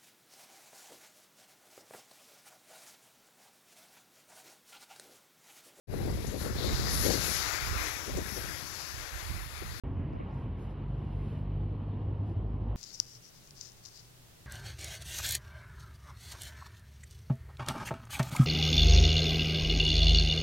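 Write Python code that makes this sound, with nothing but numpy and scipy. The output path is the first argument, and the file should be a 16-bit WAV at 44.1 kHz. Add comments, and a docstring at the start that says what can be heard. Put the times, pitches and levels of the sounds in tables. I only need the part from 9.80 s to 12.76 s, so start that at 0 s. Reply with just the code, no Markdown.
"""A quiet lawn, heard through a stereo pair of microphones, while a player lines up a shot; no blow falls.
From the start a far engine slowly gains speed over the roar of distant traffic, its lowest tone beating
against a second hum, and wind rumbles on the microphones. At 0.3 s fingers rub and bump their case.
The wind dies away while cloth rustles faintly close by, on and off until 1.7 s and once more near 2.5 s.
A little wind returns at the very end."""
import sys
import numpy as np
from scipy import signal
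from scipy.io import wavfile
from scipy.ndimage import uniform_filter1d

SR = 44100
rng = np.random.default_rng(int(sys.argv[2]) if len(sys.argv) > 2 else 0)


def dump(signal):
    """Clip the signal to [-1, 1] and save it as 16-bit WAV at the path in sys.argv[1]."""
    limited = np.clip(np.atleast_2d(signal).T, -1, 1)
    pcm = np.round(limited * 32767).astype(np.int16)
    wavfile.write(sys.argv[1], SR, pcm)


N = 130536
TIME = np.arange(N) / SR
OPPOSITE = np.array([[1], [-1]])  # left and right microphone in opposite polarity

# The far engine, as loud as it reaches the lawn: (time [s], level of harmonics 1, 2, 3, 4 [dB])
ENGINE_HARMONICS = [(0, -44.5, -47, -50, -56.5), (.75, -48, -57, -50, -56), (.98, -43, -40.5, -42.5, -64),
                    (1.5, -41, -43, -42, -53.5), (1.8, -44.5, -37, -42.5, -58.5),
                    (2.25, -48.5, -40, -46.5, -59.5), (2.55, -52, -38, -55, -62),
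                    (2.66, -47.5, -42.5, -54.5, -54), (2.76, -42, -38, -47, -60),
                    (2.96, -41, -43, -54, -60)]
# A second hum just above the engine's lowest tone: (time [s], pitch [Hz], level [dB])
SECOND_HUM = [(0, 54.9, -56), (.8, 53.4, -56), (1.2, 51.65, -40.5), (1.45, 52.64, -45), (1.8, 51.13, -41),
              (2.1, 50.36, -49.5), (2.5, 52.72, -46.5), (2.96, 52.84, -39.5)]


def far_engine(firing_hz=46.696, rise_hz_per_s=1.2832, rise_hz_per_s2=.2113, in_step_s=2.8):
    """Clean multiples of a rising firing rate; the lowest beats against a hum close above it."""
    def phase_of(hz):
        turns = np.cumsum(hz) / SR
        return 2 * np.pi * (turns - turns[round(in_step_s * SR)])
    firing = phase_of(firing_hz + rise_hz_per_s * TIME + rise_hz_per_s2 * TIME ** 2)
    engine = sum(gain_of(db + 0.2 * drift(TIME, 1, 1.4)) * np.cos(k * firing)
                 for k, db in enumerate(curves(ENGINE_HARMONICS, TIME), start=1))
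    hum_hz, hum_db = curves(SECOND_HUM, TIME)
    hum = gain_of(hum_db) * np.cos(phase_of(hum_hz))
    return np.sqrt(2) * (engine + hum)


# Colour of the traffic from far off: (frequency [Hz], relative level [dB])
ROAR_SPECTRUM = [(18, -34), (34, -13), (52, -10), (66, -0.5), (80, -0.5), (114, -2.5), (162, -11.5),
                 (191, -9), (295, -13.5), (618, -26), (1080, -29.5), (1300, -38.5), (1560, -41.5),
                 (2500, -44.5), (3000, -43), (3410, -51), (4250, -56), (4600, -64), (5340, -77.5),
                 (9040, -120)]
# Bands in which the roar swells: (centre [Hz])
SWELL_BANDS = [100, 290, 800, 2200, 4200]
# Rise and fall of the roar: (time [s], level change in each of the five bands [dB])
ROAR_SWELLS = [(0, 3.1, 1, 2.5, 7, -2.7), (.15, 0, 2, 2, 4.5, -2.2), (.23, 0, 2, 0, 7.5, -3.1),
               (.3, -1.5, 2, -0.5, 6.5, 0), (.33, -3, 1.3, -0.5, 6, -0.5), (.42, 1, 2.2, -5, 7, 2.2),
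               (.46, 2.3, 0.5, 3, 5, 1.5), (.9, -4, -1, 0, 2.5, 2.5), (1.2, -2, -0.5, 0, 2, 2),
               (1.5, -2.5, 0.2, 0, 3.5, 5.5), (1.9, -0.5, -0.33, 0, -1, 1), (2.2, 0.7, 1.5, 1.5, 0, 2.5),
               (2.55, 4, -0.2, 1.5, -2.5, 0), (2.96, -0.5, 2, 3, -1, -0.3)]
# Width of the traffic across the pair: (frequency [Hz], side over mid [dB])
ROAR_WIDTH = [(50, -46), (110, -45), (190, -25.5), (350, -13), (630, -11), (1100, -13), (1300, -11.5),
              (1600, -15), (1900, -16), (2050, -19), (2500, -16), (2900, -21), (3300, -39.5), (4100, -30),
              (4250, -6.5), (4600, -5.5), (4900, -27.5)]
# The traffic sits slightly to the right: (frequency [Hz], left over right [dB])
ROAR_BALANCE = [(150, 0), (310, -1.7), (600, -2.2), (1100, -1), (2000, 0)]
# Phase shift from the spacing of the microphones: (frequency [Hz], left lead [rad])
SPACING_PHASE = [(300, -0.16), (1030, -0.39), (1640, -0.21), (1980, 0)]


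def distant_traffic(level_db=-38.5):
    """Dull roar with drifting patches and a flutter shared by all bands above the bass."""
    def colour(t, hz):
        patches = patchy(t, hz, bins=10, frames=6)
        swell = np.array([np.interp(np.log(hz + 1), np.log(SWELL_BANDS), band_db)
                          for band_db in curves(ROAR_SWELLS, t).T]).T
        flutter = 0.68 * drift(t, 2.022, 25) * np.clip(hz / 600, 0, 1)[:, None]
        return at_hz(ROAR_SPECTRUM, hz) + swell + patches + flutter
    return gain_of(level_db) * stereo_noise(2048, colour, ROAR_WIDTH, ROAR_BALANCE, SPACING_PHASE)


# Swells of rumble, centred between the microphones: (middle [s], pitch [Hz], level [dB], length [s])
RUMBLE_SWELLS = [(0.071, 271.2, -48.5, 0.19), (0.203, 88.5, -38, 0.15), (.2, 263.4, -48, 0.11),
                 (0.296, 305, -45.5, 0.092), (0.566, 133.4, -37, .12), (0.803, 96, -44, 0.1),
                 (1.15, 122.4, -42.5, 0.23), (2.269, 70, -39.5, .08), (2.563, 79, -39.5, 0.1)]


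def rumble():
    """Low tones that rise briefly out of the roar."""
    return sum(puff(*swell) for swell in RUMBLE_SWELLS)


# Bumps right on the microphone case: (start [s], peak [dB], length [s], end pitch [Hz])
CASE_BUMPS = [(.334, -36.5, 0.022, 119), (.361, -38.5, 0.012, 450), (0.395, -40.5, 0.0053, 353),
              (0.403, -35, 0.017, 220)]
# Fingers rubbing the case: (time [s], level [dB])
FINGER_RUB = [(.3, -72), (.335, -60.5), (.37, -57), (.39, -62), (.43, -52.5), (.45, -61), (.55, -58),
              (.58, -67)]
# Band of the rub: (low edge [Hz], high edge [Hz])
RUB_BAND = [310, 1610]


def handling(bump_top_hz=1110, bump_fall_s=0.0024, case_top_hz=2200):
    """A short rub and thumps that drop in pitch, dulled by the case they pass through."""
    friction = unit_rms(butterworth(rng.standard_normal(N), 5, RUB_BAND, "band"))
    out = gain_of(curves(FINGER_RUB, TIME)[0]) * friction
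    for start, db, length, end_hz in CASE_BUMPS:
        age = np.clip(TIME - start, 0, length)
        turns = end_hz * age + (bump_top_hz - end_hz) * bump_fall_s * (1 - np.exp(-age / bump_fall_s))
        envelope = np.sin(np.pi * (age / length) ** 0.43)
        out = out + gain_of(db) * envelope * np.sin(2 * np.pi * turns)
    return butterworth(out, 4, case_top_hz, "low") * OPPOSITE


# Wind on the microphones: (time [s], level [dB])
WIND_LEVEL = [(0, -46.5), (.33, -51.5), (.5, -66), (.85, -67), (1, -78.5), (2.7, -89), (2.96, -60)]


def wind(top_hz=73, gust_db=3):
    """Air buffets the microphones with a low, lumpy rumble."""
    buffeting = unit_rms(butterworth(rng.standard_normal(N), 3, top_hz, "low"))
    level_db = curves(WIND_LEVEL, TIME)[0] + gust_db * drift(TIME, 2, 10)
    return gain_of(level_db) * buffeting * OPPOSITE


# Cloth stirring near the microphones:
# (start [s], length [s], time spent rising [share], level of the low, middle and top band [dB])
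CLOTH_RUSTLES = [(.325, .05, .2, -87.5, -110, -125), (.45, 0.19, 0.41, -87, -104.5, -125),
                 (.535, 0.15, 0.095, -91, -89.5, -125), (0.768, .11, 0.53, -80, -82.5, -90),
                 (.86, 0.08, .6, -87.5, -89.5, -108), (1.052, 0.39, 0.6, -90.5, -94, -125),
                 (1.3, 0.36, 0.55, -85.5, -85.5, -86), (2.449, .1, 0.42, -84, -87.5, -125)]
# Borders of those bands: (low to middle [Hz], middle to top [Hz])
CLOTH_BORDERS = [7500, 13700]
# Steady hiss under the rustles: (low band [dB], middle band [dB], top band [dB])
HISS_FLOOR = [-89, -96, -118]
# Colour of the rustle: (frequency [Hz], relative level [dB])
CLOTH_SPECTRUM = [(3000, -13), (5000, 0.5), (6700, -14), (7100, -31), (8000, -31), (8400, -8.5),
                  (10500, -6.5), (12300, -8.5), (13000, -19.5), (14300, -28.5), (15200, -9), (16000, -13)]
# Colour of a faint, wide high hiss that swells with the rustles: (frequency [Hz], relative level [dB])
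WIDE_HISS_SPECTRUM = [(4900, -32), (5600, -1.5), (7000, 0.5), (9400, -6.5), (9800, -30), (11300, -31.5),
                      (12000, -7), (13200, -4.5), (15000, -11)]


def cloth(grit_db=0.5, patch_db=2, wide_hiss_db=4.5):
    """Each rustle swells gritty out of a faint hiss and stops; a wide hiss follows the middle band."""
    levels = gain_of(HISS_FLOOR)[:, None] * np.ones(N)
    for start, length, rise, *band_db in CLOTH_RUSTLES:
        progress = (TIME - start) / length
        ramp = np.clip(np.minimum(progress / rise, (1 - progress) / (1 - rise)), 0, 1)
        levels += gain_of(band_db)[:, None] * ramp ** 0.78
    roughness = unit_rms(uniform_filter1d(rng.standard_normal(N), size=200))
    grit = unit_rms(gain_of(grit_db * roughness))
    rustle = 0
    for band, level in enumerate(levels):
        def colour(t, hz):
            outside = (np.searchsorted(CLOTH_BORDERS, hz) != band)[:, None]
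            patches = patch_db * patchy(t, hz, bins=4, frames=14)
            return at_hz(CLOTH_SPECTRUM, hz) - 99 * outside + patches
        rustle = rustle + level * grit * stereo_noise(256, colour, side_db=-20)
    wide_hiss = stereo_noise(256, lambda t, hz: at_hz(WIDE_HISS_SPECTRUM, hz), side_db=-99) * OPPOSITE
    return rustle + gain_of(wide_hiss_db) * levels[1] * wide_hiss


# Small catches in the nearby cloth: (middle [s], pitch [Hz], level of each grain [dB], length [s])
CLOTH_CATCHES = [(.338, 5800, -85.5, .01), (.407, 2300, -65, .016), (.545, 6300, -91, .035),
                 (.545, 10000, -95, .01), (.641, 10000, -88, .003), (.797, 5800, -92, .008),
                 (.823, 10300, -90, .012), (.903, 10800, -95, .016), (1.47, 10300, -95, .012),
                 (1.585, 9300, -92, .014)]


def cloth_ticks(grains=15, pitch_spread=.18):
    """Each catch ticks as a cluster of tiny tones scattered in pitch and time."""
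    detunes = 1 + pitch_spread * rng.uniform(-1, 1, (len(CLOTH_CATCHES), grains))
    shifts = rng.uniform(-.5, .5, detunes.shape)
    return sum(puff(middle + length * shift, hz * detune, db, length / 4)
               for i, (middle, hz, db, length) in enumerate(CLOTH_CATCHES)
               for detune, shift in zip(detunes[i], shifts[i]))


def stereo_noise(size, colour, side_db, balance_db=0, lead_rad=0):
    """Stereo noise of rms 1 from short-time spectra shaped by colour(t, hz) in dB."""
    hop = size // 4
    frames, hz = N // hop + 5, np.fft.rfftfreq(size, 1 / SR)
    a, b, c, d = rng.standard_normal((frames, len(hz), 4)).T
    mid = a + 1j * b
    side = (c + 1j * d) * gain_of(at_hz(side_db, hz))
    lean = gain_of(at_hz(balance_db, hz) / 2) * np.exp(.5j * at_hz(lead_rad, hz))
    spectra = np.array([(mid + side) * lean, (mid - side) / lean])
    spectra *= gain_of(colour(np.arange(frames) * hop / SR, hz))
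    return unit_rms(signal.istft(spectra, nperseg=size, noverlap=size - hop)[1][:, :N])


def puff(middle, hz, db, length):
    """A tone under a smooth hump."""
    offset = TIME - middle
    hump = np.exp(-8 * (offset / length) ** 2)
    return np.sqrt(2) * gain_of(db) * hump * np.sin(2 * np.pi * (hz * offset + rng.random()))


def drift(t, low_hz, top_hz):
    """Slow random drift of rms 1."""
    rates = np.geomspace(low_hz, top_hz, num=20)
    return unit_rms(sum(np.sin(2 * np.pi * (hz * t + rng.random())) / np.sqrt(hz) for hz in rates))


def patchy(t, hz, bins, frames):
    """Random patches of rms 1 over frequency and time."""
    speckle = rng.standard_normal((len(t), len(hz))).T
    return unit_rms(uniform_filter1d(uniform_filter1d(speckle, bins, axis=0), frames, axis=1))


def at_hz(points, hz):
    """A table read along log frequency, as a column; a plain number holds at all frequencies."""
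    if np.isscalar(points):
        return points
    knots_hz, values = np.transpose(points)
    return np.interp(np.log(hz + 1), np.log(knots_hz + 1), values)[:, None]


def curves(table, t):
    """Each value column of a table, interpolated at times t."""
    times, *columns = np.transpose(table)
    return np.array([np.interp(t, times, column) for column in columns])


def butterworth(x, order, hz, kind):
    return signal.sosfilt(signal.butter(order, hz, kind, fs=SR, output="sos"), x)


def gain_of(db):
    return 10 ** (np.asarray(db) / 20)


def unit_rms(x):
    return x / np.sqrt(np.mean(x ** 2) + 1e-20)


def scene():
    """The lawn from far to near: engine and traffic, then cloth, then what touches the microphones."""
    return far_engine() + distant_traffic() + rumble() + cloth() + cloth_ticks() + handling() + wind()


def record(dry):
    """The microphones cut the deepest bass; sound starts after a short silence and is band-limited."""
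    low_cut_hz, start_s, top_hz = 34.2, .0358, 15800
    fade_in = np.clip((TIME - start_s) / .001, 0, 1)
    band_limit = signal.firwin(511, top_hz, window=("kaiser", 9), fs=SR)
    return signal.oaconvolve(butterworth(dry, 6, low_cut_hz, "high") * fade_in, band_limit[None], "same")


dry = scene()
out = record(dry)
dump(out)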